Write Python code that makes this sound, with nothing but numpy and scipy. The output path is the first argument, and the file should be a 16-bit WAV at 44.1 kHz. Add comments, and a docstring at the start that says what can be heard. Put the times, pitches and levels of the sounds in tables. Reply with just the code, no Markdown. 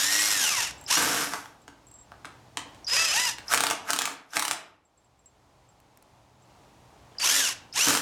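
"""A cordless impact driver works in short bursts in a shed, on plywood that answers with its resonances.
First the free motor spins up and down, its gear whine tracking speed; loose screws tinkle as decaying sines.
A short burst follows, the bit chattering under load, then knocks (noise through wood modes) and more screws.
A slow, squealing burst leads to three volleys of hammer blows: snaps of noise, steel cracks and wood.
A drawn gain curve pulls steady hum and air noise down after the volleys and lets them creep up again behind
stray screws, until two last bursts, the second one hammering."""
import sys
import numpy as np
from scipy import signal
from scipy.fft import rfft, irfft, next_fast_len
from scipy.io import wavfile
from scipy.ndimage import uniform_filter1d, map_coordinates

SR = 44100
rng = np.random.default_rng(int(sys.argv[2]) if len(sys.argv) > 2 else 0)


def decibels_to_gain(level_db):
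    """Convert a level in decibels to a linear amplitude gain (20 dB per decade)."""
    exponent = np.asarray(level_db, float) / 20
    return 10 ** exponent


def transcribe(signal):
    """Save signal, clipped to [-1, 1], as a 16-bit WAV file at the path in sys.argv[1]."""
    frames = np.atleast_2d(signal).T
    limited = np.clip(frames, -1, 1)
    pcm = np.round(limited * 32767).astype(np.int16)
    wavfile.write(sys.argv[1], SR, pcm)


N = 353241
T = np.arange(N) / SR

# All event levels are nominal: each layer adds its own trim and flutter.
# free-running bursts, one table each: t/s, gear mesh f/Hz, whirr level/dB
FREE_BURSTS = [
    [(0, 1642, -24), (.1, 1865, -25), (.2, 1921, -23.5), (.28, 1926, -26), (.35, 1844, -26),
     (.42, 1626, -24), (.55, 1102, -26.5), (.64, 780, -27), (.71, 480.5, -38)],
    [(.88, 552, -40), (.914, 968.5, -21), (.945, 1352, -22), (.96, 1420, -23.5), (1.0, 1500, -31.5)],
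    [(2.88, 379.4, -36.5), (2.93, 487, -27.5), (2.97, 630, -24), (3.0, 659.2, -25), (3.05, 659.6, -25.5),
     (3.105, 587.4, -27.5), (3.125, 610.6, -26), (3.15, 825.6, -23.5), (3.2, 997, -25.5), (3.25, 1001, -27),
     (3.295, 886.6, -27), (3.34, 650, -43.5)],
    [(7.2, 520, -33.5), (7.25, 1103, -22), (7.28, 1384, -24), (7.31, 1637, -23), (7.34, 1781, -22.5),
     (7.37, 1815, -23), (7.41, 1697, -23.5), (7.47, 1367, -26.5), (7.5, 1093, -28.5), (7.53, 800, -36)],
    [(7.74, 604.7, -41), (7.766, 919, -26), (7.8, 1270, -23), (7.83, 1494, -23.5), (7.86, 1522, -24),
     (7.9, 1560, -29)],
]
# gear mesh harmonics: multiple of mesh, level/dB before housing and flutter
MESH_HARMONICS = [(1, 0), (2, -1), (2.68, -8), (3, -2), (4, 0), (5, -3), (6, -6), (7, -4), (8, -5), (9, -5),
                  (10, -5), (12, -5), (14, -6)]
# shaft and brush tones: multiple of mesh, level/dB re whirr at full speed
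ROTOR_TONES = [(0.159, -22.5), (1.11, -13.5), (2.218, -11)]
# housing resonances, before their response is bent: f/Hz, width/Hz, level/dB
HOUSING_MODES = [(980, 300, -3), (1850, 400, 0), (2780, 420, 3), (4400, 350, -3), (5700, 1000, 1),
                 (7200, 1300, 0), (10300, 1500, -8)]
# colour of the motor's rush: f/Hz, level/dB per Hz
WHIRR_SPECTRUM = [(88, -51.5), (150, -20), (514, -11.5), (1480, -3), (1690, -2), (1940, -5), (2760, -1),
                  (4670, -3), (5360, 2.5), (12900, -8.5), (16000, -31)]
# gain curve of the background: t/s, level/dB
AMBIENT_GAIN = [(0.0, -64), (0.69, -58.5), (1.45, -68.5), (2.81, -61.5), (3.52, -61.5), (3.68, -76),
                (4.75, -83), (5.02, -74), (7.12, -64), (8.01, -64.5)]
# colour of the air noise: f/Hz, level/dB per Hz
AIR_SPECTRUM = [(15, -42), (25, -18), (59, -5), (123, -5), (153, -9), (256, -11), (285, -8.5), (354, -11.5),
                (451, -12.5), (840, -8.5), (1610, -21), (6920, -28), (16000, -44)]
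# resonances of the low hum: f/Hz, width/Hz, level/dB
HUM_MODES = [(62, 12, -10), (123, 6.8, -2)]
# floor and wall echoes: delay t/s, level/dB
WALL_ECHOES = [(.007, -8), (.0215, -14)]
# decay of the shed's tail: f/Hz, t60/s
SHED_DECAY = [(150, 1), (1000, 0.51), (3000, 0.43), (8000, 0.26), (15000, 0.14)]
# screws touching: t/s, ring peak level/dB, tick level/dB above the ring
SCREW_TOUCHES = [(0.7801, -46, -13.5), (0.812, -39, -6), (0.8394, -42.5, -2), (1.448, -62, 15),
                 (1.6182, -54, -6), (1.868, -44.5, -15), (1.8842, -56, 0), (1.914, -42, -11),
                 (1.94, -39, -15), (1.9544, -49, -15), (1.9873, -42, -30), (2.0123, -43, -26),
                 (4.851, -56, -15), (4.9754, -54, -27.5), (5.0449, -57.5, -16), (5.1924, -58.5, -10),
                 (5.259, -42, -15), (5.688, -52.5, -17), (5.801, -65.5, 12), (5.9729, -63, 18.5),
                 (6.0246, -62.5, 17), (6.4218, -55, -15.5)]
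# ringing modes of a screw: f/Hz, level/dB, t60/s
SCREW_MODES = [(7540, -6, 0.11), (7700, -10, 0.066), (8100, -6.5, 0.012)]
# switch and handling clicks: t/s, peak level/dB, ring f/Hz
TRIGGER_CLICKS = [(0.863, -27, 5230), (2.845, -26, 5565), (2.8667, -19, 5000), (3.4813, -20.5, 5320),
                  (3.8528, -47, 1670), (4.3042, -42.5, 5680), (7.119, -49, 3003), (7.1498, -46, 1663),
                  (7.1696, -45.5, 2775), (7.184, -19, 4930), (7.726, -25, 5020)]
# bit or tool knocking screw and board: t/s, crack peak level/dB, knock and boom level/dB above the crack
TOOL_KNOCKS = [(0.9715, -9.5, -19.5, -22.5), (1.2714, -24, 6.5, -6), (1.3354, -14, -7.5, -31),
               (1.4577, -38, 18, -12), (1.6791, -30.5, 1.5, -13), (2.1184, -42.5, 12.5, -23),
               (2.2466, -34, 4, -13), (2.253, -24.5, -13, -18.5), (2.571, -11, -8, -20),
               (2.7465, -36, -17.5, -21), (3.3837, -24.5, 2.5, -10), (3.719, -24, -15, -28.5),
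               (4.0743, -28, 9, -22.5), (4.011, -26, 6, -26), (4.3338, -21.5, -15, -37),
               (4.362, -17.5, -8.5, -16.5), (7.9858, -25, -23, -12)]
# hammer blows on the anvil: t/s, crack peak level/dB, knock level/dB above the crack
HAMMER_BLOWS = [(3.5284, -10, -13.5), (3.537, -7, -5), (3.5448, -10, -10), (3.575, -10.5, -12.5),
                (3.6055, -7.5, -14), (3.6364, -8.5, -6), (3.6673, -10.5, -10), (3.7005, -12, -12),
                (3.7095, -13, 0), (3.9042, -9.5, -2), (3.9321, -9.5, -19), (3.9619, -15.5, -17.5),
                (3.9886, -9.5, -18.5), (4.0182, -12, -23), (4.0547, -12, -6), (4.368, -10.5, -2.5),
                (4.3947, -11, -9.5), (4.4236, -12, -28.5), (4.4508, -12, -11), (4.4804, -13, -21),
                (4.511, -11.5, -8), (7.867, -20, -22), (7.884, -10, -28), (7.895, -10, -28),
                (7.905, -14, -28), (7.939, -14, -28), (7.9505, -11, -25), (7.961, -17.5, -25),
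                (7.9725, -11, -23.5)]
# released hammer rattling to rest: first t/s, peak level/dB
HAMMER_RATTLES = [(4.0873, -30.5)]
# colour of the steel crack: f/Hz, level/dB per Hz
CRACK_SPECTRUM = [(880, -6.5), (1500, -4.5), (1960, -9), (2830, -8), (5330, -10), (7760, -9.5), (8490, -9),
                  (16000, -26)]
# plywood near the screw: f/Hz, width/Hz, level/dB
KNOCK_MODES = [(691, 100, -5.5), (905, 65, -2), (1190, 130, -0.5), (1560, 220, -0.5), (2200, 880, -11)]
# the whole panel: f/Hz, width/Hz, level/dB
BOOM_MODES = [(100, 14, -1), (180, 48, -5.5), (279, 23, 3), (314, 23, 2), (469, 50, -1.5)]
# bit turning under load, board shaking; the row at 1.32 s is the brief shake of a single blow:
# end of rise t/s, start of fall t/s, then whirr, knock and boom level/dB
LOADED_SHAKES = [(0.973, 1.23, -26.5, -28.5, -36), (1.324, 1.316, -44.5, -34, -47),
                 (3.54, 3.711, -45.5, -44.5, -45.5), (3.912, 4.12, -57, -44, -49.5),
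                 (4.362, 4.538, -51, -50, -57.5), (7.87, 7.931, -25.5, -30.5, -32)]
# load winding up to the first hammer blow: peak t/s, then whirr, knock and boom level/dB
LOAD_WINDUPS = [(3.528, -24, -24, -44), (3.901, -34.5, -28.5, -44), (4.362, -32.5, -34.5, -49)]
# speed control squealing at part trigger: start t/s, stop t/s, first f/Hz, level/dB
SQUEALS = [(2.875, 3.112, 4962, -30.5), (3.133, 3.273, 4880, -36.5), (7.212, 7.226, 4620, -32)]


def unit(x):
    """Scaled to rms 1."""
    return x / np.sqrt(np.mean(x ** 2) + 1e-20)


def along(points, hz):
    """Value at hz of (Hz, value) points on a log axis."""
    f, v = np.transpose(points)
    return np.interp(np.log(hz + 1), np.log(f + 1), v)


def column(tables, index):
    """One column of all tables, joined by straight lines."""
    rows = np.concatenate(tables)
    return np.interp(T, rows[:, 0], rows[:, index])


def level(tables, index, fade):
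    """Gain from a dB column, faded to silence outside each burst."""
    gain = np.zeros(N)
    for rows in map(np.array, tables):
        gate = np.clip(np.minimum(T - rows[0, 0], rows[-1, 0] - T) / fade + 1, 0, 1)
        gain = np.maximum(gain, gate * decibels_to_gain(np.interp(T, rows[:, 0], rows[:, index])))
    return gain


def wobble(rate):
    """A smooth random curve, rate knots a second."""
    return map_coordinates(rng.standard_normal(int(N * rate / SR) + 4), [T * rate])


def filtered(x, response):
    """x through a complex response of frequency."""
    m = next_fast_len(N + SR)
    return irfft(rfft(x, m) * response(np.fft.rfftfreq(m, 1 / SR)), m)[:N]


def noise(spectrum):
    """Coloured noise of rms 1."""
    return unit(filtered(rng.standard_normal(N), lambda hz: decibels_to_gain(along(spectrum, hz))))


def modes(table):
    """Causal response of a set of resonances, alternating in sign."""
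    def response(f):
        return sum((-1) ** k * decibels_to_gain(db) * 1j * f * w / (c * c - f * f + 1j * f * w)
                   for k, (c, w, db) in enumerate(table))
    return response


def panel(table):
    """Wood resonances; the sheet radiates little below its lowest mode."""
    return lambda f: modes(table)(f) * (1j * f / (90 + 1j * f)) ** 3


def strikes(times, sizes, t60, attack):
    """Envelope of hits that rise fast and die away; t60 and attack in s."""
    kicks = np.bincount(np.round(np.asarray(times) * SR).astype(int), sizes, N)[:N]
    t = np.arange(SR // 4) / SR
    return signal.fftconvolve(kicks, decibels_to_gain(-60 * t / t60) * (1 - np.exp(-t / attack)))[:N]


def stretch(start, stop, rise, fall, sag=0):
    """dB shape that climbs to 0 at start, sags until stop and then falls, all in dB a second."""
    climb = -rise * np.maximum(start - T, 0)
    droop = -sag * np.clip(T - start, 0, stop - start)
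    return climb + droop - fall * np.maximum(T - stop, 0)


def motor():
    """Fan and gear rush, throbbing with the planet carrier, under fluttering mesh harmonics of the housing."""
    mesh_hz = uniform_filter1d(column(FREE_BURSTS, index=1), size=900)
    speed = mesh_hz / 1900  # 1 = full speed
    turns = 2 * np.pi * np.cumsum(mesh_hz) / SR
    carrier = turns / 18.2
    throb = decibels_to_gain(2.8 * np.sin(carrier) + 1.8 * wobble(150) + 1.3 * wobble(700))
    whirr = level(FREE_BURSTS, index=2, fade=0.009)

    # uneven planets put sidebands at the carrier rate; the faster, the rougher
    unevenness = speed ** 1.5 * (.35 * np.sin(carrier) + .19 * wobble(140)) + .03 * wobble(60)
    housing = modes(HOUSING_MODES)
    whine = np.zeros(N)
    for k, db in MESH_HARMONICS:
        flutter = decibels_to_gain(db + 3.5 * wobble(45))
        colour = np.abs(housing(k * mesh_hz)) ** 1.5 + .18
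        audible = k * mesh_hz < 14000
        whine += flutter * colour * audible * np.sin(k * (turns + unevenness) + .22 * wobble(90))
    rotor = sum(decibels_to_gain(db + 0.81 * wobble(40)) * np.sin(k * turns) for k, db in ROTOR_TONES) * speed ** 4.3

    # the rush brightens above 10 kHz as the motor speeds up
    rush = noise(WHIRR_SPECTRUM)
    treble = filtered(rush, lambda f: 1 / (1 + (10000 / (f + 1)) ** 4))
    rush = rush + treble * (speed ** 1.1 - 1)
    effort = np.minimum(whirr / decibels_to_gain(-25), 1)  # the whine thins out below a -25 dB whirr
    return whirr * (decibels_to_gain(-2.5) * unit(throb * rush) + rotor + decibels_to_gain(-7.5) * whine * np.sqrt(effort))


def ambience():
    """Steady distant air noise, gently wavering, and a low hum, both under one gain curve."""
    hum = unit(filtered(rng.standard_normal(N), modes(HUM_MODES)))
    air = noise(AIR_SPECTRUM) * decibels_to_gain(0.9 * wobble(6.6))
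    return decibels_to_gain(column([AMBIENT_GAIN], index=1)) * (decibels_to_gain(8.5) * air + decibels_to_gain(-0.5) * hum)


def shed(x):
    """Two clear echoes, then a tail, never twice alike, in which each frequency dies at its own speed."""
    size = SR // 8  # each eighth of a second gets its own random tail
    hz, t, z = signal.stft(rng.standard_normal((N // size + 1, SR * 3 // 4)), SR, nperseg=256)
    tails = signal.istft(z * decibels_to_gain(-60 * t / along(SHED_DECAY, hz)[:, None]), SR, nperseg=256)[1]
    tails = tails / np.linalg.norm(tails, axis=1, keepdims=True)
    pieces = np.pad(x, (500, size))[:len(tails) * size].reshape(-1, size)  # 500 samples of pre-delay
    answers = signal.fftconvolve(pieces, tails, axes=1)
    places = np.arange(len(tails))[:, None] * size + np.arange(answers.shape[1])
    late = np.bincount(places.ravel(), answers.ravel())[:N]
    early = filtered(x, lambda f: sum(decibels_to_gain(db) * np.exp(-2j * np.pi * f * s) for s, db in WALL_ECHOES))
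    return early + decibels_to_gain(-6.0) * late


def screws():
    """Loose screws touch: a noisy tick, then steel modes ring as decaying sines."""
    s, db, tick_db = np.transpose(SCREW_TOUCHES)
    ring = np.zeros(N)
    for hz, mode_db, t60 in SCREW_MODES:
        envelope = strikes(s, decibels_to_gain(db + mode_db + 2 * rng.standard_normal(len(s))), t60, attack=0.00034)
        ring += envelope * np.sin(2 * np.pi * hz * T + .8 * wobble(80))
    tick = noise([(500, -60), (1500, -1), (5000, -7), (11000, -1.5), (16000, -12.5)])
    return ring + strikes(s, decibels_to_gain(db + tick_db + 0.5), t60=.012, attack=.0003) * tick


def trigger():
    """Plastic parts snap with a short, scratchy ring of narrow-band noise."""
    out = np.zeros(N)
    for s, db, hz in TRIGGER_CLICKS:
        resonance = modes([(hz, 900, 0)])
        ring = unit(filtered(rng.standard_normal(N), lambda f: resonance(f) ** 3))
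        out += strikes([s], [decibels_to_gain(db - 5.5)], t60=0.028, attack=0.0013) * ring
    return out


def hammer_rattle():
    """The released hammer rattles to rest, ever faster and softer: rows like those of HAMMER_BLOWS."""
    gap, shrink, loss_db = 0.0091, 0.96, 1.6  # first gap in s, gap ratio, dB lost per hit
    return [(s + gap * (1 - shrink ** k) / (1 - shrink), db - loss_db * k, -8)
            for s, db in HAMMER_RATTLES for k in range(7)]


def crack_burst(s, db):
    """Steel on steel: a sharp snap over a short crack of coloured noise."""
    crack = strikes(s, decibels_to_gain(db - 9.5), t60=0.027, attack=0.00046)
    snap = strikes(s, decibels_to_gain(db - 5), t60=0.006, attack=0.0004)
    return (crack + snap) * noise([(300, -53)] + CRACK_SPECTRUM)


def blows():
    """Each blow is a sharp snap, a short steel crack and a push into the board."""
    hammer = [(*row, -28) for row in HAMMER_BLOWS + hammer_rattle()]  # boom 28 dB under the crack
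    s, db, knock_db, boom_db = np.transpose(hammer + TOOL_KNOCKS)
    hard = len(hammer)
    bright = crack_burst(s[:hard], db[:hard])
    # knocks of the tool lack the treble of steel on steel
    dull = filtered(crack_burst(s[hard:], db[hard:]), lambda f: 1 / (1 + 1j * f / 7000) ** 2)
    crack = filtered(bright + dull, lambda f: (1j * f / (250 + 1j * f)) ** 2)

    contact = 0.9 + 2.1 * rng.standard_normal(N)  # a push roughened with noise
    knock = strikes(s, decibels_to_gain(db + knock_db + 18), t60=0.0016, attack=.0001) * contact
    boom = strikes(s, decibels_to_gain(db + boom_db + 21.5), t60=0.0026, attack=0.00018) * contact
    return crack + filtered(knock, panel(KNOCK_MODES)) + filtered(boom, panel(BOOM_MODES))


def load(index, fall):
    """Gain of one layer (1 whirr, 2 knock, 3 boom) of the loaded tool: turns, a single shake and wind-ups."""
    shaking = sum(decibels_to_gain(row[index + 1] + stretch(row[0], row[1], rise=3000.5, fall=fall, sag=16))
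                  for row in LOADED_SHAKES)
    winding = sum(decibels_to_gain(row[index] + stretch(row[0], row[0], rise=553.5, fall=2998))
                  for row in LOAD_WINDUPS)
    return shaking + winding


def chatter():
    """Under load the bit rattles in the screw head some 200 times a second and shakes the board."""
    period = 215  # samples
    draws = rng.standard_normal((N // period, 2))  # timing and strength of each hit
    times = np.clip((np.arange(len(draws)) + 0.18 * draws[:, 0]) * period / SR, 0, T[-1])
    rattle = 0.75 + strikes(times, decibels_to_gain(2.2 * draws[:, 1]), t60=0.015, attack=0.00034)
    sizzle = noise([(7000, -29), (10500, -0.5), (13000, -4.5), (16000, -25)])
    metal = unit(rattle * noise(WHIRR_SPECTRUM) + 0.12 * rattle ** 3 * sizzle)
    knock = unit(filtered(rattle * rng.standard_normal(N), panel(KNOCK_MODES)))
    boom = unit(filtered(rattle * rng.standard_normal(N), panel(BOOM_MODES)))
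    # wood dies faster than metal, in dB a second
    return load(1, fall=141) * metal + load(2, fall=208) * knock + load(3, fall=208) * boom


def squeal():
    """The speed control whistles: a wavering sine that climbs 110 Hz while it lasts."""
    out = np.zeros(N)
    for start, stop, hz, db in SQUEALS:
        pitch = hz + 110 * np.clip((T - start) / (stop - start), 0, 1) + 60 * wobble(40)
        gain = decibels_to_gain(db + stretch(start, stop, rise=4000, fall=900) + 2.9 * wobble(60))
        out += np.sqrt(2) * gain * np.sin(2 * np.pi * np.cumsum(pitch) / SR + 0.8 * wobble(200))
    return out


def scene():
    """Tool and screws close by; the tool also feeds the shed's echoes, over the background."""
    running = motor() + squeal() + chatter()
    knocks = blows() + trigger()
    room = shed(decibels_to_gain(-7.0) * running + knocks)
    return (running + knocks + screws() + room + ambience())[None]


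def roll_off(x):
    """The treble ends steeply here."""
    return signal.sosfilt(signal.butter(12, 17020, fs=SR, output="sos"), x)


def record(dry):
    """The finished mix, delivered."""
    return roll_off(dry)


dry = scene()
out = record(dry)
transcribe(out)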